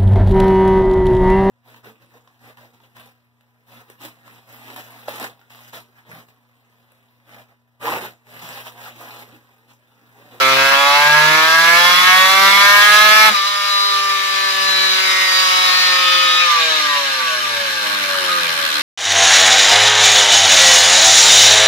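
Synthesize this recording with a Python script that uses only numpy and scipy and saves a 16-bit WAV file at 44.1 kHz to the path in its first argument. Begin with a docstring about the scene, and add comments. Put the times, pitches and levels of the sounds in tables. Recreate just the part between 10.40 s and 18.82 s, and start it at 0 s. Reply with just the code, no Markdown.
"""A single-cylinder motorcycle pulls hard on a roller dynamometer, heard by two microphones in a padded booth.
The revs climb, the throttle snaps shut, the heavy roller drags the engine on, and then the revs fall away.
Each firing is a pulse that rings pipe and booth, so its overtones sweep through fixed resonances.
Shaped noise gives gas rush and clatter; single overtones, rattles, knocks and one thump lie on top."""
import sys
import numpy as np
from scipy import signal
from scipy.fft import rfft, irfft, next_fast_len
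from scipy.io import wavfile
from scipy.ndimage import uniform_filter1d

SR = 44100
rng = np.random.default_rng(int(sys.argv[2]) if len(sys.argv) > 2 else 0)


def master(y):
    """Save y as 16-bit WAV."""
    cut = np.clip(np.atleast_2d(y).T, -1, 1)
    pcm = np.round(cut * 32767)  # scale
    wavfile.write(sys.argv[1], SR, pcm.astype(np.int16))


N = 371315
TIME = np.arange(N) / SR
SIZE = next_fast_len(N + 8192)  # FFT length, with room for tails
HZ = np.fft.rfftfreq(SIZE, 1 / SR)
EDGE_HZ = 15450  # upper band limit
RELEASE_S = 6.05  # the load comes off

# Resonances and nulls of pipe and booth with the throttle shut.
# Each row: frequency in Hz, width in Hz, gain in dB at the left microphone, gain in dB at the right.
COAST_MODES = [(377, 43, 5.5, 3.5), (349, 27, 5, 5), (413, 12, -39, -26), (538.6, 21, 6, 12),
               (605, 11, 8, -5), (740, 17, 12, -46), (1022, 47, -14.5, 18.5), (1091, 10.2, -40, 9),
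               (1186, 44, 9, 12.5), (1231.6, 122, 13.5, 12.5), (1354, 33, -18, -18),
               (1390, 310, -0.5, -9.5), (1654, 430, -10, -6), (1740, 51, 17.5, -5), (1744, 18, -13, 4),
               (1769, 58, 8, 7), (1923, 127, -32, -14.5), (2346, 130, 15, -13), (2390, 130, -9, -43),
               (2710, 39, 1, 1), (2850, 73, 6, 8), (3205, 160, -13, -17), (3580, 21, 12, -36),
               (3970, 300, 8, 9), (4260, 190, -14.5, -16), (4635, 150, 9.5, 3), (5000, 290, 6.5, 4),
               (5900, 150, 14, -2)]
# Resonances and nulls as the revs fall away.
# Each row: frequency in Hz, width in Hz, gain in dB at the left microphone, gain in dB at the right.
SLOW_MODES = [(201.4, 18, 11, 11), (302, 27, 7.5, 6), (337, 12, -13, -12), (371, 9.9, 8, 8),
              (531, 7.7, 9.5, 4.5), (562.6, 20, 9.5, 7.5), (627, 13, 5.5, 6.5), (739, 222, -15.5, -14),
              (880, 8.2, -5, -7), (976, 19, -34, -36), (1073, 22, -25, -3), (1166, 83, 5, 9.5),
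              (1220, 55, 13.5, 11), (1304, 53, -5, -19), (1325, 227, -17, -20), (1413, 430, -12.5, -12.5),
              (1494, 23, 14.5, 22), (1610, 74, 15.5, 12), (1730, 140, 7, 1), (2070, 120, -6, 7),
              (2670, 340, 1.5, -7), (3320, 130, -22, -3.5), (3850, 64, 1, -6), (4130, 260, 1.5, 4.5),
              (4530, 290, -7, -17), (5100, 262.0, -8, -0.5), (5350, 300.0, 9, 0)]


def amp(db):
    """Decibels to gain."""
    return 10 ** (np.asarray(db) / 20)


def unit(x):
    """Scales to rms 1."""
    return x / np.sqrt(np.mean(x ** 2) + 1e-20)


def bump(at_s, width_s):
    """A smooth swell of height 1."""
    return np.exp(-((TIME - at_s) / width_s) ** 2)


def ramp(start_s, length_s):
    """Rises in a straight line from 0 to 1."""
    return np.clip((TIME - start_s) / length_s, 0, 1)


def curves(rows):
    """Each column after the time column, at every sample."""
    s, *columns = np.transpose(rows)
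    return [np.interp(TIME, s, column) for column in columns]


def spectrum(points):
    """Joins points on a log-frequency axis."""
    hz, value = np.transpose(points)
    return np.interp(np.log(HZ + 1), np.log(hz), value)


def filtered(x, response):
    """Applies a frequency response."""
    return irfft(rfft(x, SIZE) * response, SIZE)[..., :N]


def above(hz, order=4):
    """Smooth high-pass response."""
    return HZ ** order / (HZ ** order + float(hz) ** order)


def wander(rate_hz):
    """Random drift of rms 1, slower than the given rate."""
    return unit(filtered(rng.standard_normal(N), 1 - above(rate_hz)))


def resonances(modes):
    """Gain in dB of bell-shaped peaks and nulls, one row per microphone."""
    total_db = 0
    for hz, width_hz, left_db, right_db in modes:
        bell = 1 / (1 + (2 * (HZ - hz) / width_hz) ** 2)
        total_db = total_db + np.array([[left_db], [right_db]]) * bell
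    return total_db


def causal(db):
    """The response with this gain that rings only after it is struck (minimum phase)."""
    cepstrum = irfft(np.log(amp(db)), SIZE)
    cepstrum[:, 1:SIZE // 2] *= 2
    cepstrum[:, SIZE // 2 + 1:] = 0
    return np.exp(rfft(cepstrum))


def engine_speed():
    """Firings per second: the climb, the long coast with the roller, the fall."""
    # Engine speed under full throttle. Each row: time in seconds, firings per second.
    pull_speed = [(0.0, 132.9), (0.12, 132.7), (0.45, 140.9), (1.026, 158.8), (1.31, 168.9), (1.43, 174.8),
                  (2.147, 198.3), (2.594, 211.0), (2.875, 217.0)]
    # Engine speed once the load is off. Each row: time in seconds, firings per second.
    fall_speed = [(6.02, 177.8), (6.26, 160.5), (6.494, 146.9), (6.807, 130.0), (7.148, 114.8),
                  (7.526, 101.2), (8.42, 73.9)]
    # throttle shut: the revs drop to the pace of the roller, which loses a steady share of its speed
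    roller_hz, roller_loss_per_s, drop_s = 204.8, 0.04485, 0.07
    top_s, top_hz = pull_speed[-1]
    since_s = np.maximum(TIME - top_s, 0)
    roller = roller_hz * np.exp(-roller_loss_per_s * since_s)
    drop = (top_hz - roller_hz) * np.maximum(1 - since_s / drop_s, 0)
    # slack in the chain lets the revs sag once before the roller takes hold
    sag = 6.5 * bump(3.01, width_s=0.052)
    (climb,), (fall,) = curves(pull_speed), curves(fall_speed)
    return np.select([TIME < top_s, TIME < fall_speed[0][0]], [climb, roller + drop - sag], fall)


def crank_turns(speed, shut, released):
    """Engine cycles turned so far, with wheel ripple, surges of the chain and small random drift."""
    firings_per_wheel_turn = 10.3
    wheel_phase = 2 * np.pi * np.cumsum(speed) / SR / firings_per_wheel_turn
    # the rear wheel nudges the revs once a turn; shares of the speed
    wheel = (1 - shut) * 0.0032 * np.sin(wheel_phase)
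    # the revs surge gently, 5.15 times a second, while the roller drives the chain
    surge = shut * (1 - released) * 0.0025 * np.cos(2 * np.pi * 5.15 * (TIME - 3.85))
    drift = 0.000836 * wander(25.7)
    lead_s = 0.008  # the crankshaft runs ahead of its sound by the time spent in pipe and booth
    return np.cumsum(speed * (1 + wheel + surge + drift)) / SR + lead_s * (speed - speed[0])


def firings(turns, speed, uneven, jitter_ms):
    """One sharp pulse per engine cycle, each a little different in strength and timing."""
    at = np.interp(np.arange(1, int(turns[-1])), turns, np.arange(N))
    strength, late = rng.standard_normal((len(at), 2)).T
    # dividing by the speed keeps each overtone equally strong at any revs
    size = (1 + uneven * strength) * SR / speed[at.astype(int)] / np.sqrt(2)
    at = at + late * jitter_ms / 1000 * SR
    # windowed sinc: places a pulse between samples
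    near = at.astype(int)[:, None] + np.arange(-8, 9)
    offset = near - at[:, None]
    shape = np.sinc(offset) * np.cos(np.pi * offset / 18) ** 2
    return np.bincount(np.clip(near, 0, N - 1).ravel(), (size[:, None] * shape).ravel(), N)


def wavering(pulses):
    """Faint echoes of drifting strength make each overtone swell and fade on its own."""
    out = pulses
    for delay_ms in (2.3, 4.1, 9.7):
        echo = filtered(pulses, np.exp(-2j * np.pi * HZ * delay_ms / 1000))
        out = out + 0.15 * wander(5) * echo
    return out


def smear():
    """Reflections hold each band back by its own few ms, which spreads a pulse over its cycle."""
    delay_s = .004 + .0025 * np.sin(2 * np.pi * HZ / 830) + .0015 * np.sin(2 * np.pi * HZ / 2170)
    return np.exp(-2j * np.pi * np.cumsum(delay_s) * SR / SIZE)


def microphones(lag_ms, from_hz=1900):
    """Treble reaches the right microphone later; the bass of the booth moves both together."""
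    late = np.exp(-2j * np.pi * HZ * lag_ms / 1000 * above(from_hz, order=6))
    return np.array([np.ones(len(HZ)), late])


def booth(lag_ms, t60=0.38):
    """Direct sound plus a short spray of wall reflections."""
    # Share of the pulses' power scattered by the walls. Each row: frequency in Hz, share from 0 to 1.
    scatter = [(200, 0.08), (1200, 0.14), (2200, 0.17), (3500, 0.24), (7000, 0.6)]
    t = TIME[:SR // 5]
    tail = rng.standard_normal((2, len(t))) * amp(-60 * t / t60)
    tail /= np.linalg.norm(tail, axis=1, keepdims=True)
    share = np.clip(spectrum(scatter), 0, 1)
    return np.sqrt(1 - share) * microphones(lag_ms) + np.sqrt(share) * rfft(tail, SIZE)


def exhaust(pulses, effort, tone, modes, top_hz, lag_ms):
    """Pulses take their level and treble from the effort, then ring the pipe and the booth."""
    level_db, treble_db = effort
    treble = filtered(pulses, above(2000))
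    drive = amp(level_db) * (pulses - treble + amp(treble_db) * treble)
    band = above(70, order=6) * (1 - above(top_hz, order=8))
    colour = causal(spectrum(tone) + resonances(modes)) * band
    return filtered(drive, colour * smear() * booth(lag_ms))


def rush(turns, levels, colour, modes, ring, throb, grain_db, lag_ms=0.38):
    """Noise that puffs once a cycle and rings the same resonances more weakly."""
    # Likeness of the noise at the two microphones. Each row: frequency in Hz, correlation from -1 to 1.
    likeness = [(60, 1), (300, 0.5), (1200, -0.55), (4000, 0.17), (10000, 0.24)]
    # Lean of the noise to one side. Each row: frequency in Hz, left minus right in dB.
    lean = [(60, 4), (300, 0.5), (1200, 1.5), (2500, -3), (6000, 3), (14000, 3.5)]
    grain = amp(grain_db * (wander(140) + .5 * wander(26)))
    puff = (1 + throb * np.cos(2 * np.pi * turns)) * grain
    first, second = rfft(rng.standard_normal((2, N)) * puff, SIZE)
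    same = np.clip(spectrum(likeness), -1, 1)
    pair = np.array([first, same * first + np.sqrt(1 - same ** 2) * second]) * microphones(lag_ms)
    ring_db = resonances(modes)
    ring_db = ring_db - uniform_filter1d(ring_db.mean(0), size=6000)  # keeps the broad colour
    db = spectrum(colour) + ring * ring_db + spectrum(lean) * np.array([[.5], [-.5]])
    pair = pair * amp(db) * above(24)
    # three bands, each with its own level curve: roar, clatter, hiss
    over_roar, over_clatter = above(2200, order=12), above(7500, order=12)
    bands = [1 - over_roar, over_roar - over_clatter, over_clatter * (HZ < EDGE_HZ)]
    out = 0
    for band, level_db in zip(bands, levels):
        out = out + amp(level_db) * unit(irfft(pair * band, SIZE)[:, :N])
    return out


def under_load(speed, *laws):
    """Levels in dB that follow the revs and step up or down where the pipe comes into tune."""
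    band_hz, band_width_hz = 170.7, 6.9  # firing rate of the power band
    octaves = np.log2(speed / band_hz)
    in_band = .5 + .5 * np.tanh((speed - band_hz) / band_width_hz)
    return [db + per_octave_db * octaves + band_db * in_band for db, per_octave_db, band_db in laws]


def off_load(speed, *laws):
    """Levels in dB that change by a fixed amount per octave of revs."""
    octaves = np.log2(speed / 129.2)
    return [db + per_octave_db * octaves for db, per_octave_db in laws]


def pull(turns, speed):
    """Full throttle: hard, hot pulses and a roar of gas."""
    # Broad colour of the pulses. Each row: frequency in Hz, relative overtone level in dB.
    power_tone = [(100.0, -33.5), (150.0, -43), (250.0, -48), (400.0, -41.5), (560.0, -29), (800.0, -35),
                  (1200.0, -10), (1800.0, -21.5), (2600.0, -28), (3800.0, -29), (5200.0, -40),
                  (7000.0, -46)]
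    # Resonances and nulls of pipe and booth.
    # Each row: frequency in Hz, width in Hz, gain in dB at the left microphone, gain in dB at the right.
    power_modes = [(205, 9.1, -2, -21), (262, 68, 15, 5), (416, 13.5, -16, -3.5), (490.4, 4.4, -10, -40),
                   (588, 16.6, -15, 2.5), (677, 86, 9.5, 3), (820, 100, -6, 3), (867, 21, 17, 4.5),
                   (1040, 7.9, -2, -24), (1076, 25, -17.5, -1), (1181, 90, -5.5, -5.5),
                   (1226, 59, -5.5, -14.5), (1324, 66, 1.5, -7), (1541, 286, -23, -10.5),
                   (1628, 108, 16.5, 10), (1795, 8.9, 3, 12), (1964, 113, 6.5, -13.5), (2125, 39, -1, 2),
                   (2200, 160, -23, 8.5), (2382, 37, 10, -20), (2675, 170, 6, -7), (2710, 41, -14.5, -3),
                   (2870, 380, 6, 0), (3110, 380, -21.5, 0.5), (3300, 510, -3.5, -7),
                   (3387, 226, 7.5, 12.5), (3640, 310, -1, -11.5), (4800, 220, -11, 4.5),
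                   (5620, 190, 10.5, 4)]
    # Colour of the gas and mechanical noise. Each row: frequency in Hz, relative density in dB per Hz.
    power_rush = [(30.0, -60), (80.0, -30), (160.0, -11.5), (300.0, -13.5), (550.0, -6.5), (800.0, -0.5),
                  (1200.0, 9.5), (1700.0, 3), (2700.0, -2), (4000.0, -3), (5600.0, -7.5), (8300.0, -16.5),
                  (11000.0, -12.5), (15000.0, -14)]
    # Brief rasps in the roar. Each row: time in seconds, swell in dB, width in seconds.
    rasps = [(.335, 9, 0.018), (2.885, 3, .025)]
    pulses = firings(turns, speed, uneven=0.12, jitter_ms=0.0016)
    # each law: base dB, dB per octave of revs, dB gained across the power band
    effort = under_load(speed, (-1.52, 8, -2.33), (1.6, 0.33, 3.8))  # pulses, treble
    roar_db, clatter_db, hiss_db = under_load(speed, (-26.8, 1.5, 2.2), (-25.5, 0, 1.7), (-33.5, 5.4, 2.3))
    for s, swell_db, width_s in rasps:
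        roar_db = roar_db + swell_db * bump(s, width_s)
    note = exhaust(wavering(pulses), effort, power_tone, power_modes, top_hz=7900, lag_ms=0.3)
    gas = rush(turns, (roar_db, clatter_db, hiss_db), power_rush, power_modes,
               ring=0.024, throb=0.1, grain_db=0.5)
    return amp(2.5) * note + amp(4.5) * gas


def overrun(turns, speed):
    """Throttle shut: the roller spins the engine, which only pumps air."""
    # Broad colour of the pulses. Each row: frequency in Hz, relative overtone level in dB.
    coast_tone = [(100.0, -42), (150.0, -56), (250.0, -62.5), (400.0, -46), (560.0, -42), (800.0, -43),
                  (1200.0, -32.5), (1800.0, -24), (2600.0, -34.5), (3800.0, -35), (5200.0, -40.5),
                  (7000.0, -58)]
    # Strength of the pulses. Each row: time in seconds, relative level in dB, extra treble in dB.
    strength_rows = [(2.925, -7.5, 10), (2.945, -1.5, 3), (3.4, -1, 1), (3.9, 0, -2), (4.25, 5, -4.5),
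                     (4.95, 2.5, 2), (5.55, 2.5, 2), (6.0, -1, 3)]
    pulses = firings(turns, speed, uneven=0.077, jitter_ms=0.0026)
    note = exhaust(pulses, curves(strength_rows), coast_tone, COAST_MODES, top_hz=8700, lag_ms=0.335)
    return amp(0.5) * note


def run_down(turns, speed):
    """With the load off the pulses fade with the revs, on a less even beat."""
    # Broad colour of the pulses. Each row: frequency in Hz, relative overtone level in dB.
    slow_tone = [(100.0, -60), (150.0, -69), (250.0, -51.5), (400.0, -53.5), (560.0, -38), (800.0, -35),
                 (1200.0, -29.5), (1800.0, -37.5), (2600.0, -41.5), (3800.0, -39), (5200.0, -44.5),
                 (7000.0, -52.5)]
    # each law: base dB, dB per octave of revs
    level_db, treble_db = off_load(speed, (1.44, 12.7), (3.2, -1))
    # near idle the cylinder takes hold again, in the lower overtones
    catch_db = 5.5 * ramp(7.06, 0.73)
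    effort = level_db + catch_db, treble_db - catch_db
    pulses = firings(turns, speed, uneven=0.13, jitter_ms=0.016)
    return amp(0.25) * exhaust(wavering(pulses), effort, slow_tone, SLOW_MODES, top_hz=7600, lag_ms=0.457)


def overtone(sound, turns, s, half_s, number, settle_s):
    """One overtone around a moment: its place, carrier, slow amplitude, and a flat-topped swell."""
    near = slice(max(int((s - 2 * half_s) * SR), 0), int((s + 2 * half_s) * SR))
    carrier = np.exp(2j * np.pi * round(number) * turns[near])
    window = np.hanning(int(settle_s * SR))
    slow = signal.fftconvolve(sound[:, near] / carrier, window[None] / window.sum(), "same", axes=1)
    swell = np.exp(-((TIME[near] - s) / half_s) ** 4)
    return near, carrier, slow, swell


def whines(sound, turns):
    """An overtone in tune with pipe or booth builds up in step with itself; others sink for a moment."""
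    # Overtones that ring out as the revs pass a resonance.
    # Each row: time in seconds, half length in seconds, overtone number, added level in dB.
    whine_rows = [(0.06, 0.074, 10, -18.5), (0.083, 0.18, 3, -35.5), (.15, 0.11, 1, -45),
                  (.15, 0.83, 4, -29.5), (0.254, 0.18, 19, -25), (.26, .07, 11, -26), (.4, 0.061, 24, -26),
                  (.5, .07, 27, -31), (0.277, 0.032, 10, -41), (.46, .07, 8, -23), (0.51, 0.062, 5, -38),
                  (0.597, 0.14, 18, -25), (0.64, 0.28, 6, -22), (0.817, 0.15, 1, -35),
                  (0.853, 0.24, 11, -19.5), (0.9, 0.04, 16, -28), (.97, 0.085, 2, -38),
                  (1.122, 0.091, 10, -26), (1.337, 0.082, 2, -51), (1.353, 0.16, 10, -17.5),
                  (1.508, 0.065, 7, -41), (1.515, .15, 19, -23), (1.733, 0.081, 8, -30),
                  (1.74, 0.051, 4, -26.5), (1.764, 0.12, 10, -18), (1.85, 0.14, 18, -25.5),
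                  (1.957, .1, 4, -27.5), (1.972, .1, 14, -28), (1.977, 0.66, 6, -23.5),
                  (2.022, 0.043, 9, -35), (2.03, 0.096, 2, -41), (2.105, .11, 1, -44),
                  (2.156, 0.23, 11, -30), (2.174, 0.18, 5, -28), (2.18, 0.13, 18, -38),
                  (2.18, 0.16, 17, -34), (2.2, .13, 28, -36), (2.337, 0.14, 9, -16),
                  (2.497, 0.083, 13, -28), (2.52, .1, 17, -35), (2.58, .14, 7, -37), (2.62, .12, 15, -31),
                  (2.698, 0.21, 8, -15), (2.722, 0.19, 6, -23), (2.68, 0.14, 16, -37), (2.8, 0.1, 24, -27),
                  (2.8, 0.081, 26, -31), (2.84, 0.045, 10, -22), (2.954, 0.013, 6, -20),
                  (3.173, 0.14, 9, -33), (3.282, 0.21, 6, -33), (3.207, 0.23, 17, -39),
                  (3.413, 0.12, 20, -20.5), (3.5, .12, 21, -31), (3.6, 0.22, 2, -49), (3.9, 0.12, 23, -33),
                  (3.96, 0.15, 13, -37), (4.05, 0.11, 21, -28), (4.394, 0.15, 21, -20), (4.4, .2, 1, -54),
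                  (4.53, .16, 22, -30), (4.72, 0.19, 8, -34.5), (4.798, 0.14, 11, -24),
                  (4.853, 0.16, 10, -26.5), (4.953, .08, 25, -21), (5.1, 0.13, 28, -33),
                  (5.037, 1, 10, -32.5), (5.11, 0.14, 9, -35), (5.183, 0.21, 6, -22.5),
                  (5.23, 0.087, 21, -25.5), (5.3, 0.3, 14, -30), (5.42, 0.14, 23, -20),
                  (5.443, 0.18, 10, -27), (5.548, 0.22, 25, -34), (5.703, 0.065, 20, -25),
                  (5.753, 0.16, 17, -27.5), (5.794, .16, 14, -24), (5.8, 0.1, 6, -55), (5.8, 0.22, 19, -26),
                  (5.852, 0.26, 7, -24.5), (5.94, 0.15, 21, -24), (6.02, 0.031, 15, -22),
                  (6.01, 0.04, 14, -19), (6.136, 0.071, 7, -18), (6.137, 0.052, 6, -28),
                  (6.202, .07, 15, -29), (6.238, .08, 3, -40), (6.29, 0.09, 4, -35), (6.336, 0.05, 8, -27),
                  (6.34, 0.093, 24, -26), (6.495, 0.11, 8, -25.5), (6.53, .06, 13, -26),
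                  (6.557, 0.067, 7, -25), (6.693, 0.066, 9, -40), (6.86, 0.1, 9, -27),
                  (6.902, 0.062, 12, -28), (6.954, 0.057, 5, -38), (7.051, 0.045, 10, -31),
                  (7.12, 0.22, 1, -54), (7.178, 0.039, 14, -37), (7.181, 0.13, 5, -43.5),
                  (7.42, 0.052, 15, -30), (7.88, 0.073, 17, -37), (7.88, 0.23, 6, -40.5),
                  (7.91, 0.13, 4, -45), (7.938, 0.054, 14, -21), (8.033, 0.16, 2, -48),
                  (8.386, 0.045, 4, -46)]
    # Overtones that sink for a moment.
    # Each row: time in seconds, half length in seconds, overtone number.
    fade_rows = [(0.367, 0.13, 16), (0.415, .11, 1), (.43, .13, 3), (.65, .08, 19), (.72, 0.12, 2),
                 (0.844, .07, 5), (1.078, 0.11, 14), (1.27, 0.16, 20), (1.29, 0.2, 18), (1.49, 0.062, 11),
                 (1.58, 0.046, 4), (1.607, 0.061, 9), (1.647, 0.13, 3), (1.78, 0.13, 2), (1.82, 0.099, 15),
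                 (1.93, .18, 17), (1.96, 0.26, 13), (2.2, 0.086, 14), (2.217, 0.14, 12), (2.33, 0.054, 1),
                 (2.336, 0.072, 10), (4.166, 0.17, 12), (4.446, 0.12, 11), (5.55, 0.33, 22),
                 (5.75, 0.13, 21), (5.934, 0.085, 13)]
    settle_s, fade_db = 0.1, -12
    out = np.zeros((2, N))
    for s, half_s, number, db in whine_rows:
        near, carrier, slow, swell = overtone(sound, turns, s, half_s, number, settle_s + half_s)
        rms = np.sqrt(np.mean(abs(slow) ** 2, axis=0) / 2 + 1e-20)
        out[:, near] += amp(db) * swell * (carrier * slow).real / rms
    for s, half_s, number in fade_rows:
        near, carrier, slow, swell = overtone(sound, turns, s, half_s, number, settle_s)
        out[:, near] -= (1 - amp(fade_db)) * swell * 2 * (carrier * slow).real
    return out


def clatter(turns):
    """Valve gear and chain with no load: a bright rush that turns into a ringing rattle."""
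    # Colour of the noise at high revs. Each row: frequency in Hz, relative density in dB per Hz.
    coast_rush = [(30.0, -41), (80.0, -26.5), (160.0, -22), (450.0, -18.5), (800.0, -10.5), (1150.0, 5),
                  (1700.0, -1.5), (2700.0, 9), (4000.0, 11), (5400.0, 1.5), (6600.0, -7), (8300.0, -26.5),
                  (11000.0, -26.5), (15000.0, -29.5)]
    # Colour of the noise at low revs. Each row: frequency in Hz, relative density in dB per Hz.
    slow_rush = [(30.0, -51), (80.0, -27.5), (300.0, -24), (750.0, -20), (1150.0, -8.5), (1380.0, 2),
                 (1600.0, -7.5), (1900.0, -8.5), (3400.0, -7), (4100.0, -5), (4700.0, -12), (6600.0, -19.5),
                 (8300.0, -20), (10500.0, -15.5), (15000.0, -21)]
    # Relative noise levels, throttle shut. Each row: time in seconds, roar in dB, clatter in dB, hiss in dB.
    shut_noise = [(2.9, -19, -25, -30), (3.03, -27, -24.5, -33), (3.85, -26, -23.5, -33),
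                  (5.0, -22, -19.5, -27.5), (6.1, -22, -19, -33), (6.95, -25, -23.5, -33),
                  (7.65, -20, -19, -30), (8.42, -19, -16.5, -29)]
    slowed = ramp(RELEASE_S, 1)  # the colour changes over a second
    levels = curves(shut_noise)
    fast = rush(turns, levels, coast_rush, COAST_MODES, ring=0.051, throb=0.023, grain_db=0.77)
    slow = rush(turns, levels, slow_rush, SLOW_MODES, ring=.35, throb=.45, grain_db=.9)
    return np.sqrt(1 - slowed) * amp(-0.5) * fast + np.sqrt(slowed) * amp(-4.3) * slow


def knocks(turns):
    """After the load comes off, some firings strike loose metal: each part by chance, with its own force."""
    # Ringing parts. Each row: frequency in Hz, level in dB, t60 in seconds.
    knock_modes = [(1538, -35, .07), (1670, -37.5, 0.083), (2630, -44, 0.056), (3080, -34.5, 0.1),
                   (3760, -40.5, 0.063), (4150, -36, 0.1), (4500, -50, 0.051)]
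    share, spread_db = .3, 4.5
    at = np.flatnonzero(np.diff(np.floor(turns)) > 0)
    t, out = TIME[:SR // 12], np.zeros((2, N))
    for hz, db, t60 in knock_modes:
        part = np.zeros((2, N + len(t)))
        for i in at[rng.random(len(at)) < share]:
            force, detune, side = np.clip(rng.standard_normal(3), -2, 2)
            if TIME[i] > RELEASE_S:
                # the right microphone hears it at a random phase offset
                phase = 2 * np.pi * hz * (1 + 0.016 * detune) * t + np.array([[0], [side]])
                part[:, i:i + len(t)] += amp(spread_db * force - 60 * t / t60) * np.sin(phase)
        out += amp(db) * part[:, :N] / np.std(part[:, int(RELEASE_S * SR):N])
    return out


def rattles(turns):
    """Brief rattles and spits: bands of noise, beaten at the firing rate."""
    # Each row: time in seconds, half length in seconds, centre in Hz, width in Hz, level in dB.
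    rattle_rows = [(0.349, 0.015, 2700, 1200, -18), (2.919, .025, 720, 696, -30.5),
                   (2.934, 0.016, 2000, 1200, -27), (2.973, 0.028, 4000, 300, -24),
                   (3.065, .018, 3400, 160, -32), (3.082, 0.019, 4040, 162, -22.5),
                   (6.112, .02, 3600, 300, -23), (6.222, 0.021, 3700, 400, -18),
                   (6.357, .035, 3830, 300, -24), (7.511, .02, 1530, 295, -24),
                   (7.752, 0.011, 1300, 700, -24), (7.888, .022, 1440, 500, -27),
                   (7.93, 0.013, 3930, 700, -21.5), (8.281, 0.026, 1580, 250, -25)]
    out = np.zeros((2, N))
    for s, half_s, centre_hz, width_hz, db in rattle_rows:
        near = slice(max(int((s - 2 * half_s) * SR), 0), int((s + 2 * half_s) * SR))
        t = TIME[near]
        band = np.exp(-(2 * (np.fft.rfftfreq(len(t), 1 / SR) - centre_hz) / width_hz) ** 2)
        # part separate at each microphone, part shared
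        noise = rng.standard_normal((2, len(t))) + rng.standard_normal(len(t))
        noise = irfft(rfft(noise) * band, len(t))
        beaten = unit(noise * (1 + .5 * np.cos(2 * np.pi * turns[near])))
        out[:, near] += amp(db) * np.exp(-((t - s) / half_s) ** 2) * beaten
    return out


def thump():
    """The gas cut off by the throttle gives one short, low boom: a tone with a little rumble."""
    boom_hz = 213
    boom = np.sqrt(2) * np.sin(2 * np.pi * boom_hz * TIME) + amp(-26) * wander(boom_hz)
    return amp(-33) * bump(2.917, width_s=0.023) * boom


def flickering(sound):
    """Patches of the treble swell and sink on their own."""
    patch_db, full_from_hz, patch_hz, patch_s = 1.5, 2400, 340, .06
    hz, _, z = signal.stft(sound, SR, nperseg=512)
    field = uniform_filter1d(rng.standard_normal(z.shape[1:]), round(patch_hz / hz[1]), 0)
    field = unit(uniform_filter1d(field, round(2 * patch_s * hz[1]), 1))
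    gain = amp(patch_db * field * np.clip(hz / full_from_hz, 0, 1)[:, None] ** 2)
    gain = gain / np.sqrt(np.mean(gain ** 2, 1, keepdims=True))
    return signal.istft(z * gain, SR, nperseg=512)[1][:, :N]


def scene():
    """One crankshaft turns through the pull, the overrun and the run-down."""
    shut_s, shut_takes_s, release_takes_s = 2.902, 0.024, 0.073
    speed = engine_speed()
    shut = np.clip(.5 + (TIME - shut_s) / shut_takes_s, 0, 1)
    released = np.clip(.5 + (TIME - RELEASE_S) / release_takes_s, 0, 1)
    turns = crank_turns(speed, shut, released)
    unloaded = np.sqrt(1 - released) * overrun(turns, speed) + np.sqrt(released) * run_down(turns, speed)
    engine = (1 - shut) * pull(turns, speed) + shut * (unloaded + clatter(turns))
    engine = flickering(engine)
    # a share of the bass drops out briefly as the load comes off
    bass = filtered(engine, 1 - above(760))
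    engine = engine - .65 * bump(6.11, width_s=.055) * bass
    return engine + whines(engine, turns) + thump() + rattles(turns) + knocks(turns)


def record(dry):
    """Limits peaks to full scale; then the band limit."""
    clipped = np.clip(dry, -1, 1)
    low_pass = signal.firwin(511, EDGE_HZ, window=("kaiser", 9), fs=SR)
    return signal.oaconvolve(clipped, low_pass[None], "same")


dry = scene()
out = record(dry)
master(out)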